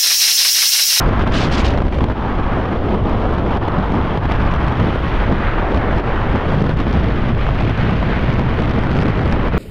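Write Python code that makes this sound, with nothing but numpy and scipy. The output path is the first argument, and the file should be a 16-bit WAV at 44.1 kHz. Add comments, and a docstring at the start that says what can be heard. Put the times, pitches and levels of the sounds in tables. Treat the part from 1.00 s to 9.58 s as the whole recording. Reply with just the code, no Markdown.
"""The slipstream of a freefall roars past a skydiver's camera, and its eddies buffet the microphone port.
Shaped noise makes the wind: humps that slide as the camera turns, deep heaves and hollow whooshes.
The rim of the port hisses and crackles, and hard slaps of air tear and thud. Early on a jumpsuit sleeve
flutters close by, made of rasp, edge cracks, rustle and beaten air. A limiter turns down around high peaks."""
import sys
import numpy as np
from scipy import signal
from scipy.fft import rfft, irfft, next_fast_len
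from scipy.io import wavfile
from scipy.ndimage import uniform_filter1d, minimum_filter1d, map_coordinates

SR = 44100
rng = np.random.default_rng(int(sys.argv[2]) if len(sys.argv) > 2 else 0)


def log_audio(samples):
    """Write samples as a 16-bit WAV file to the path given in sys.argv[1]."""
    # one column per channel
    frames = np.atleast_2d(samples).T
    # limit to full scale, then quantise
    limited = np.clip(frames, -1, 1)
    pcm = np.round(limited * 32767).astype(np.int16)
    wavfile.write(sys.argv[1], SR, pcm)


N = 378378

# Shape of the smaller eddies' noise, also of the air the sleeve beats.
# Each row: octaves from the centre, relative level in dB per Hz.
EDDY_SHAPE = [(-3.5, -33), (-0.53, -5.5), (-0.22, 0), (.5, -5), (1.5, -11.5), (2.5, -20.5), (3.5, -33.5),
              (4.5, -51), (6, -93)]


def amp(db):
    """Decibels to gain."""
    return 10 ** (np.asarray(db) / 20)


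def unit(x):
    """Scaled to rms 1."""
    return x / np.sqrt(np.mean(x ** 2) + 1e-20)


def curves(rows):
    """One value per sample for each column after the time."""
    s, *cols = np.transpose(rows)
    return [np.interp(np.arange(N) / SR, s, c) for c in cols]


def wobble(rate):
    """A smooth random curve, rate knots a second."""
    knots = rng.standard_normal(int(N * rate / SR) + 4)
    return map_coordinates(knots, [np.arange(N) * rate / SR])


def noise():
    """Fresh white noise."""
    return rng.standard_normal(N)


def filtered(x, response):
    """x times a response of frequency."""
    m = next_fast_len(N + SR // 2)
    return irfft(rfft(x, m) * response(np.fft.rfftfreq(m, 1 / SR)), m)[:N]


def coloured(x, spectrum):
    """x through (Hz, dB) points on a log axis, at rms 1."""
    f, db = np.transpose(spectrum)
    return unit(filtered(x, lambda hz: amp(np.interp(np.log(hz + 1), np.log(f), db))))


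def steadied(x, span, share):
    """Evens out a share of the swells that last longer than span seconds, at rms 1."""
    window = signal.windows.hann(int(span * SR) + 3)
    power = np.abs(signal.fftconvolve(x ** 2, window / window.sum(), "same"))
    return unit(x / (power + 1e-4) ** (np.clip(share, 0, 1) / 2))


def bell(t, s, length):
    """A bell-shaped swell around s seconds; length is the width at half height."""
    return .5 ** ((2 * (t - s) / length) ** 2)


def swells(rows):
    """Bell-shaped swings in dB, one track for each level column."""
    t = np.arange(N) / SR
    tracks = np.zeros((3, N))
    for s, length, *depths in rows:
        near = slice(max(0, int((s - 2 * length) * SR)), int((s + 2 * length) * SR))
        tracks[:, near] += np.outer(depths, bell(t[near], s, length))
    return tracks


def shedding(rate):
    """An uneven sawtooth of rms 1: each vortex builds up, then breaks away at once."""
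    turns = np.cumsum(rate * amp(5 * wobble(rate))) / SR
    size = rng.exponential(size=int(turns[-1]) + 1)[turns.astype(int)]
    ramp = uniform_filter1d(size * (turns % 1 - .5), size=60)  # softens the break
    return unit(ramp)


def wake(shape, centre_hz, hollow_db, patchy_db):
    """A hump of noise of rms 1, with a resonance on top, that slides with its centre and swells in patches."""
    hz, t, z = signal.stft(noise(), SR, nperseg=2048)

    def per_frame(curve):
        return np.interp(t, np.arange(N) / SR, curve * np.ones(N))

    octaves = np.log2((hz[:, None] + 1) / per_frame(centre_hz))
    resonance_db = per_frame(hollow_db) * np.exp(-(octaves / 0.62) ** 2)
    hump = amp(np.interp(octaves, *np.transpose(shape)) + resonance_db)
    # patches of the spectrum, 12 bins by 4 frames
    patches = uniform_filter1d(rng.standard_normal(z.shape), size=12, axis=0)
    patches = unit(uniform_filter1d(patches, size=4, axis=1))
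    z = z * hump / np.linalg.norm(hump, axis=0) * amp(patchy_db * patches)
    return unit(signal.istft(z, SR, nperseg=2048)[1][:N])


def snaps():
    """The cloth's edge cracks like a small whip at an uneven rate; each crack starts at once and dies fast."""
    # Colour of the cracks. Each row: frequency in Hz, relative level in dB per Hz.
    crack_colour = [(800, -6), (2500, 6), (4800, 5), (6500, -5), (8500, -16), (10500, -27), (13000, -46),
                    (15000, -68)]
    rate, decay_s = 150, 0.0015  # median cracks a second, time constant
    turns = np.cumsum(rate * amp(4 * wobble(rate))) / SR
    cracks = np.diff(turns.astype(int), prepend=0) * amp(2.3 * noise())
    envelope = signal.lfilter([1], [1, -np.exp(-1 / (decay_s * SR))], cracks)
    return coloured(noise() * envelope, crack_colour)


def sleeve():
    """Taut cloth flaps, beats the air and tears in sharp bursts; a duller rustle bridges them."""
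    # Bursts of flapping. Each row: start in seconds, length in seconds,
    # level in dB before the trim below, fall in dB per second.
    flutter_bursts = [(0.321, .003, -38, 1500), (0.338, 0.02, -31, 500), (.364, 0.022, -29.5, 600),
                      (0.399, 0.034, -31.5, 500), (0.438, .016, -32, 380), (0.518, 0.037, -32, 650),
                      (0.575, 0.036, -31.5, 950), (0.648, .018, -30, 1300), (0.682, .005, -36, 1400),
                      (.703, .005, -41, 1200)]
    # Sharp tearing of the cloth. Each row: frequency in Hz, relative level in dB per Hz.
    rasp_colour = [(400, -7), (1500, 1), (3000, 6.5), (4800, 0), (6500, -8.5), (8500, -21), (10500, -28),
                   (13000, -43), (15000, -69)]
    # Duller rustle under it. Each row: frequency in Hz, relative level in dB per Hz.
    rustle_colour = [(400, 5), (1500, 9), (2800, -1), (4000, -15), (6000, -34), (10000, -66)]
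    rise_db_per_s, trim_db, linger_s = 2000, 4.0, 0.056
    snap_db, rustle_db, beat_db = -9.5, -3.5, -0.5  # over the burst envelope they follow

    t = np.arange(N) / SR
    levels = []
    for s, length, db, fall in flutter_bursts:
        before, after = np.maximum(s - t, 0), np.maximum(t - s - length, 0)
        levels.append(db - rise_db_per_s * before - fall * after)
    bursts = amp(np.max(levels, axis=0) + trim_db)
    lingering = uniform_filter1d(bursts, int(linger_s * SR))  # smeared over the gaps

    flaps = amp(2.2 * np.tanh(shedding(rate=140)) + 0.76 * wobble(900))
    rasp = unit(coloured(noise(), rasp_colour) * flaps)
    rustle = unit(coloured(noise(), rustle_colour) * flaps)
    beat = wake(EDDY_SHAPE, centre_hz=310, hollow_db=15, patchy_db=-1.0)
    sharp = rasp + amp(snap_db) * snaps()
    dull = amp(rustle_db) * rustle + amp(beat_db) * beat
    return bursts * sharp + lingering * dull


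def whooshes(gust):
    """The stream blows across a gap in the gear: a band of air noise swells, fades and glides in pitch."""
    # Hollow whooshes. Each row: middle in seconds, length in seconds, pitch in Hz, level in dB.
    whoosh_rows = [(0.02, .08, 1170, -26), (1.263, 0.22, 1020, -27), (1.506, 0.18, 1200, -27),
                   (2.778, 0.12, 1190, -25), (3.503, 0.41, 1290, -27), (4.473, 0.069, 1840, -28),
                   (4.618, 0.14, 850, -27), (4.9, 0.1, 754, -28), (5.126, 0.097, 1050, -32),
                   (6.81, 0.17, 1880, -30.5), (7.128, 0.087, 1730, -26.5)]
    # Shape of a whoosh. Each row: octaves from its pitch, relative level in dB.
    gap_shape = [(-1.7, -39), (-0.62, -3.5), (-0.2, -0.5), (0.15, -6), (1.2, -23), (1.9, -67)]
    t = np.arange(N) / SR
    level = sum(amp(db) * bell(t, s, length) for s, length, hz, db in whoosh_rows)
    _, pitch_hz, _ = curves(whoosh_rows)
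    return level * unit(wake(gap_shape, pitch_hz, hollow_db=2.5, patchy_db=1.0) * amp(0.71 * gust))


def heaves():
    """Each of the biggest eddies is a narrow rumble at its own pitch that swells and fades."""
    # Eddies rolling over the camera. Each row: middle in seconds, length in seconds,
    # pitch in Hz, level in dB.
    heave_rows = [(0.052, 0.15, 35.2, -17.5), (0.253, .1, 62, -19.5), (0.355, .17, 33, -21),
                  (.47, .14, 150, -21.5), (0.679, .2, 60, -18.5), (0.789, 0.17, 34, -19),
                  (0.873, 0.083, 62, -18.5), (1.012, .1, 62, -18.5), (1.441, .22, 33, -20),
                  (2.183, 0.36, 34, -21), (2.82, 0.19, 36, -24.5), (2.98, .08, 65, -20),
                  (3.283, 0.13, 75, -24), (3.396, .18, 33, -24), (3.551, .2, 67.6, -20),
                  (3.82, 0.18, 106, -23), (4.173, 0.11, 35, -22), (4.519, .25, 34, -19),
                  (4.732, 0.095, 65, -20), (5.196, .3, 32.3, -19), (5.62, 0.18, 134, -18.5),
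                  (5.984, 0.099, 69.4, -19.5), (6.472, .14, 36, -19), (6.71, 0.25, 112, -20),
                  (7.11, 0.12, 36, -24), (7.46, .09, 125, -22), (8.002, 0.14, 120, -19.5),
                  (8.279, 0.17, 62, -19.5)]
    half_width = 0.34  # octaves
    t, out = np.arange(N) / SR, np.zeros(N)
    hz = np.fft.rfftfreq(2 * SR, 1 / SR)
    for s, length, pitch_hz, db in heave_rows:
        near = np.flatnonzero(np.abs(t - s) < min(2 * length, .5))
        band = np.exp(-(np.log2((hz + 1) / pitch_hz) / half_width) ** 2)
        rumble = unit(irfft(rfft(rng.standard_normal(2 * SR)) * band))
        rumble = steadied(rumble, span=3 / pitch_hz, share=1)
        out[near] += amp(db) * bell(t[near], s, length) * rumble[SR // 2:][:len(near)]
    return out


def hiss(hiss_db, pressure, gust, grit_db):
    """Fine turbulence at the port's rim, chopped by eddies; small vortices build up and break away."""
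    # Colour of the hiss. Each row: frequency in Hz, relative level in dB per Hz.
    hiss_colour = [(500, 3), (1200, -2), (1900, 3), (2600, 0.5), (3200, 1), (4000, -9), (5200, -17.5),
                   (6500, -26), (8000, -41.5), (12000, -31), (13500, -64), (15000, -79)]
    carried_db = 0.67 * gust + 1.2 * pressure
    vortex_db = 0.65 * wobble(260) + 1.3 * np.tanh(shedding(rate=75))
    chop = amp(carried_db + vortex_db + grit_db)
    return amp(hiss_db + 4.0) * unit(coloured(noise(), hiss_colour) * chop)


def crackle(crackle_db, pressure, gust):
    """The flow tears at pressure crests: many tiny spits, thicker in gusts."""
    # Colour of the tiny spits. Each row: frequency in Hz, relative level in dB per Hz.
    spit_colour = [(200, 10), (800, 2.5), (2000, 8), (3500, 1.5), (5200, -6), (7500, -23), (10500, -27),
                   (12500, -43), (14500, -58)]
    crest = np.maximum(np.tanh(pressure + 0.31 * gust - .45), 0)
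    tears = coloured(noise() * crest * amp(2.6 * wobble(350)), spit_colour)
    even = steadied(tears, span=.05, share=.8)
    return amp(crackle_db + 22.5 + 2.1 * wobble(22)) * even


def spits():
    """Single slaps of air: each tears in fast and snaps off over a dull push."""
    # Hardest slaps on the port. Each row: time in seconds, rip level and thud level in dB
    # before the trims below, decay time constant of the rip in seconds.
    slap_rows = [(.061, -38, -11.5, .002), (.092, -42, -15, .001), (.131, -39, -17, .0012),
                 (.177, -37, -21, .001), (.196, -31, -32, .0012), (.211, -37, -16, .002),
                 (.224, -30, -17, .0015), (.238, -35, -10.5, .001), (.270, -33, -15, .001),
                 (.276, -32, -11, .002), (.739, -31, -26, .0015), (.776, -29, -12, .002),
                 (.783, -32, -16, .0012), (.787, -34, -18, .0015), (.804, -38, -11, .0012),
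                 (.820, -31, -12, .001), (.853, -40, -19, .0015), (.868, -36, -22, .0012),
                 (.883, -37, -15, .0015), (.925, -40, -15, .0015), (.945, -34, -26.5, .001),
                 (.951, -39, -21, .003), (.987, -30, -14, .0012), (1.008, -41, -13, .002),
                 (1.041, -29.5, -11, .0028), (1.1, -41, -14.5, .002), (1.115, -42, -22, .001),
                 (2.097, -32, -18, .001), (2.326, -38, -14.5, .001), (2.340, -35, -26, .0018),
                 (2.383, -34.5, -13.5, .004), (2.571, -37, -13, 0.0013), (2.68, -36, -14, .002),
                 (2.684, -35, -19, .0015), (2.921, -32, -17, .0015), (3.175, -31, -12, .0008),
                 (3.255, -35, -16, .002), (3.314, -29, -14, .0012), (3.320, -28, -18, .003),
                 (3.339, -39, -22, .0012), (3.539, -26, -19, 0.0018), (3.561, -37, -12.5, .001),
                 (3.674, -33, -22, .001), (3.683, -36, -13, .002), (3.8, -32, -18, .0015),
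                 (3.953, -33, -24, .0015), (3.959, -38, -12, .0015), (4.325, -32, -15, .0015),
                 (4.774, -30, -14, 0.0024), (4.985, -34, -29, .0018), (4.998, -32, -19, .0012),
                 (5.358, -30, -13, .0015), (5.521, -32, -16, .0015), (5.535, -35, -22, .001),
                 (5.624, -34, -25, .0015), (5.641, -38, -16, .001), (5.694, -29, -10, .0015),
                 (5.712, -34, -18, .001), (5.802, -32, -13, .0015), (5.869, -45, -12, .002),
                 (5.929, -32, -25, .001), (6.467, -32, -15.5, .001), (6.489, -37, -13, .001),
                 (6.609, -30, -14.5, .0015), (6.695, -33, -14, .0015), (6.777, -29, -22, .001),
                 (6.908, -33, -25, .001), (7.028, -32, -14.5, .001), (7.328, -34, -24, .001),
                 (7.34, -31.5, -19.5, .001), (7.388, -38, -15, .001), (7.395, -28, -13.5, .0015),
                 (7.623, -27, -20, .0012), (7.791, -33, -19, .001), (7.836, -31, -17.5, .001),
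                 (7.87, -32, -20, 0.00091), (7.915, -29, -21, .0015), (7.93, -30, -22, .001),
                 (7.989, -34, -19, .001), (8.018, -32, -19, .001), (8.031, -30, -29, .001),
                 (8.083, -28, -20, .001), (8.217, -32, -18, .001), (8.258, -30, -25, .001),
                 (8.278, -35, -18, .001), (8.314, -29, -27, .001), (8.325, -25.5, -17.5, 0.0018),
                 (8.483, -30, -14, .001)]
    # Sharp rip of a slap. Each row: frequency in Hz, relative level in dB per Hz.
    rip_colour = [(200, 8), (800, 7.5), (2000, 11), (3500, 3), (5200, -5.5), (7500, -21), (10500, -24),
                  (12500, -47), (14500, -63)]
    # Dull push of a slap. Each row: frequency in Hz, relative level in dB per Hz.
    thud_colour = [(80, -5.5), (200, 7.5), (400, -4), (900, -5.5), (2000, -21.5), (4000, -34), (8000, -64)]
    rip_rise_s, thud_rise_s, thud_decay_s = 0.00056, 0.0013, 0.0035  # time constants
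    rip_trim_db, thud_trim_db = 6.0, 0.6
    t, tear, push = np.arange(N) / SR, np.zeros(N), np.zeros(N)
    for s, db, thud_db, decay in slap_rows:
        near = slice(int((s - .04) * SR), int((s + .06) * SR))
        age = t[near] - s
        tear[near] += amp(db) * np.exp(-np.maximum(-age / rip_rise_s, age / decay))
        push[near] += amp(thud_db) * np.exp(-np.maximum(-age / thud_rise_s, age / thud_decay_s))
    rip = steadied(coloured(noise(), rip_colour), span=.002, share=0.75)
    thud = steadied(coloured(noise(), thud_colour), span=0.0039, share=0.71)
    return amp(rip_trim_db) * tear * rip + amp(thud_trim_db) * push * thud


def buffeting(buffet_db, eddy_db, eddy_hz, gust):
    """Pressure on the port: an unbroken train of big eddies, and smaller ones that come in gusts."""
    # Colour of the big eddies. Each row: frequency in Hz, relative level in dB per Hz.
    buffet_colour = [(8, -2.5), (20, -2), (35, -5), (55, 1), (80, -2.5), (115, -4), (170, -15), (300, -25),
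                     (700, -83)]
    big = steadied(coloured(noise(), buffet_colour), span=0.037, share=0.71)
    small = wake(EDDY_SHAPE, eddy_hz, hollow_db=1.0, patchy_db=0.5) * amp(1.47 * gust)
    small = steadied(small, span=0.22, share=0.5)
    big_gain = amp(buffet_db + 0.58 * wobble(16))
    small_gain = amp(eddy_db - 1.03 + 1.13 * wobble(14))
    return big_gain * big + small_gain * small


def slipstream(level_db, roar_hz, hollow_db, gust, grit_db):
    """The broad roar of air passing the bodies, shaken by the gusts."""
    # The roar's hump. Each row: octaves from its centre, relative level in dB.
    roar_shape = [(-2.5, -3.5), (-2, 3), (-0.25, 0.5), (.5, -4.5), (0.88, -11), (1.5, -24.5), (3, -70)]
    shake = amp(0.98 * gust + .6 * grit_db)
    roar = wake(roar_shape, roar_hz, hollow_db, patchy_db=0.83) * shake
    # the more hollow the roar, the quieter it is
    return amp(level_db - 0.2 - 0.57 * hollow_db) * steadied(roar, span=0.27, share=0.85)


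def scene():
    """Shared swings, gusts and port pressure tie buffeting, roar, whooshes, hiss and crackle together;
    heaves, slaps and sleeve run on their own."""
    # Colour of the wakes as the camera turns. Each row: time in seconds, eddy centre in Hz,
    # roar centre in Hz, hollow resonance in dB.
    wake_colour = [(0, 196, 1175, 4), (.5, 248, 1260, 3.5), (.95, 236, 950, 10.5), (1.3, 221, 1130, 5),
                   (1.55, 240, 1180, 2), (1.95, 232, 640, -2.5), (2.3, 208, 925, 2), (2.8, 187, 964, 4.5),
                   (3.45, 130, 1220, 1), (3.85, 159, 1150, -0.5), (4.5, 230, 1370, 1), (4.8, 244, 1160, -2),
                   (5.2, 256, 1210, 0), (5.5, 190, 1156, -1.5), (5.85, 195, 1370, 6.5),
                   (6.7, 121, 1500, -3), (7.1, 168, 1640, -1), (7.7, 163, 1400, 0.5), (8.58, 180, 1510, 1)]
    # Slow pressure on the port as the camera moves through the wake.
    # Each row: time in seconds, base level of the big eddies in dB, of the smaller ones in dB.
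    port_flow = [(0, -17.5, -23), (.5, -17.5, -18), (1.05, -17.5, -18.5), (1.2, -21, -21.5),
                 (1.95, -19, -22), (3.15, -20, -19.5), (3.3, -15.5, -20.5), (3.9, -19, -18),
                 (4.05, -18, -23), (4.5, -19.5, -23.5), (4.95, -17.5, -24), (5.1, -18, -25.5),
                 (5.42, -17.5, -21), (5.6, -16.5, -19.5), (6.45, -18, -18), (6.9, -17.5, -18.5),
                 (7.95, -17.5, -17.5), (8.58, -17, -19.5)]
    # Strength of the slipstream round the bodies. Each row: time in seconds, base level in dB.
    stream_strength = [(0.0, -21), (0.6, -23), (0.9, -31), (1.5, -25), (1.8, -23), (3.0, -20.5),
                       (3.15, -22), (3.45, -23.5), (4.05, -24), (4.95, -21.5), (6.45, -27.5), (8.25, -25.5),
                       (8.58, -25.5)]
    # Turbulence at the port's rim. Each row: time in seconds, base hiss in dB, base crackle in dB.
    rim_turbulence = [(0, -39.5, -78), (.75, -34.5, -69), (1.05, -42, -69), (1.2, -41.5, -88),
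                      (2.5, -41, -72.5), (3.15, -38.5, -75), (3.55, -39.5, -63.5), (4.15, -36.5, -76),
                      (4.55, -42.5, -81), (5.4, -39.5, -77), (5.55, -37, -66.5), (6.3, -40.5, -70),
                      (6.6, -39, -64), (6.9, -39.5, -72), (7.45, -39.5, -67), (7.65, -39, -64),
                      (8.25, -42.5, -65.5), (8.58, -42, -72)]
    # Lulls, when the flow briefly lifts off the camera; single layers may rise.
    # Each row: middle in seconds, length in seconds, change of roar, eddies and buffets in dB.
    lulls = [(.08, 0.023, -4.5, 7, -0.5), (.252, 0.017, -4.5, -4.5, -2.5), (.3, 0.021, -7, 2, 4.5),
             (.755, 0.049, -12, -0.5, 0), (.83, 0.074, -12, -3.5, 2), (.902, 0.035, -10, -7, -9.5),
             (1.07, 0.02, -3, -2.5, -8), (1.15, 0.036, -4, -4, -9.5), (1.72, 0.065, 0, 1, -4),
             (1.8, 0.031, -4.5, -3.5, 3.5), (2.025, 0.043, -4.5, -4.5, 3.5), (2.13, 0.026, 2.5, -4.5, 0.5),
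             (2.22, 0.032, 2.5, -9.5, -2.5), (2.42, 0.079, -3.5, -1, -1), (2.595, 0.028, -10, -5.5, -1),
             (2.7, 0.07, -1.5, -6, -1), (3.203, 0.037, -7.5, -3, -2), (3.275, 0.017, -5.5, -12, 0.5),
             (3.58, 0.024, -2.5, -10, -6.5), (3.75, 0.057, -0.5, -2, -10), (3.99, 0.067, -2.5, -4.5, 2),
             (4.23, 0.077, 1.5, -2, 0.5), (4.83, 0.047, 0.5, -5, -3.5), (5.03, 0.034, -5, 1, -12),
             (5.15, 0.084, 1, -5, -2.5), (5.42, 0.047, 0.5, -9.5, -10.5), (5.75, 0.034, -8, -2.5, -2.5),
             (5.85, .035, -4, -3, -3.5), (6.22, 0.034, 0.5, 0, 2), (6.345, 0.049, -5, -4, 2.5),
             (6.42, 0.078, 2.5, -9.5, 2), (6.75, 0.046, -3, -4, -2), (7.02, .05, -2, -4, 0.5),
             (7.25, .04, 1, -2.5, 1.5), (7.365, .03, -1, -1, 2), (7.43, 0.064, -3, -1, -3),
             (8.13, .033, 0, -4, -2), (8.51, 0.022, -6, -9.5, -4)]
    # Surges, when a large eddy strikes the camera; single layers may drop.
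    # Each row: middle in seconds, length in seconds, change of roar, eddies and buffets in dB.
    surges = [(.12, 0.058, -0.5, 2.5, -0.5), (.215, .035, 1.5, 3, 0), (1.01, .06, -3, -0.5, 1),
              (1.11, 0.041, -2.5, 2.5, 2.5), (1.945, 0.035, 1.5, 5.5, 0), (2.08, 0.038, 3.5, -3, -4),
              (2.31, 0.078, 1, 2.5, 0), (2.54, 0.077, 3.5, -1, 1.5), (2.79, 0.018, -2.5, 8, 4),
              (2.96, 0.053, -1, 4, -1.5), (3.31, 0.031, 1.5, -5.5, -5.5), (3.81, 0.085, 0, 2, 4),
              (4.31, 0.07, -3, 7, 3.5), (4.75, 0.073, -2.5, 9, 2.5), (4.975, 0.045, -2, 7.5, 4.5),
              (5.34, .05, 0.5, 4.5, 5.5), (5.63, 0.049, -7, 4, -2.5), (6.29, 0.034, 1.5, 0.5, -0.5),
              (6.5, .07, 0, -2, 1.5), (7.65, 0.093, -0.5, 0, -1.5), (8.0, .09, -0.5, 4, 0)]
    # Fast flapping of the suits that roughens the wind. Each row: time in seconds, rms depth in dB.
    suit_grit = [(0, 1.2), (.8, 1.6), (1.3, .6), (3, 1.0), (5.4, 1.2), (6.5, 1.7), (7.7, 2.2), (8.58, 2.0)]

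    eddy_hz, roar_hz, hollow_db = curves(wake_colour)
    buffet_db, eddy_db = curves(port_flow)
    stream_db, = curves(stream_strength)
    hiss_db, crackle_db = curves(rim_turbulence)
    grit_depth_db, = curves(suit_grit)
    swing_db, eddy_swing_db, buffet_swing_db = swells(lulls) + swells(surges)

    gust = unit(np.tanh(0.4 * (shedding(rate=26) + 0.5 * wobble(60) + .5 * wobble(140))))
    grit_db = grit_depth_db * unit(np.tanh(shedding(rate=150)))
    low = buffeting(buffet_db + buffet_swing_db, eddy_db + eddy_swing_db, eddy_hz, gust)
    pressure = unit(low)

    roar = slipstream(stream_db + swing_db, roar_hz, hollow_db, gust, grit_db) + whooshes(gust)
    rim = hiss(hiss_db + swing_db, pressure, gust, grit_db)
    # the crackle answers the eddies' swings 2.4 times as deeply in dB
    rim = rim + crackle(crackle_db + 2.4 * eddy_swing_db, pressure, gust)
    return (low + heaves() + roar + rim + spits() + sleeve())[None]


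def limited(x, ceiling_db, hold):
    """Turns the gain down around each peak that would pass the ceiling; hold is in seconds."""
    size = int(hold * SR) + 1
    needed = np.minimum(1, amp(ceiling_db) / (np.abs(x) + 1e-9))
    return x * uniform_filter1d(minimum_filter1d(needed, size), size)


def record(dry):
    """The camera's limiter and band limit."""
    top_hz = 14800
    held = limited(dry[0], ceiling_db=-4.0, hold=0.037)
    return filtered(held, lambda hz: hz < top_hz)[None]


dry = scene()
out = record(dry)
log_audio(out)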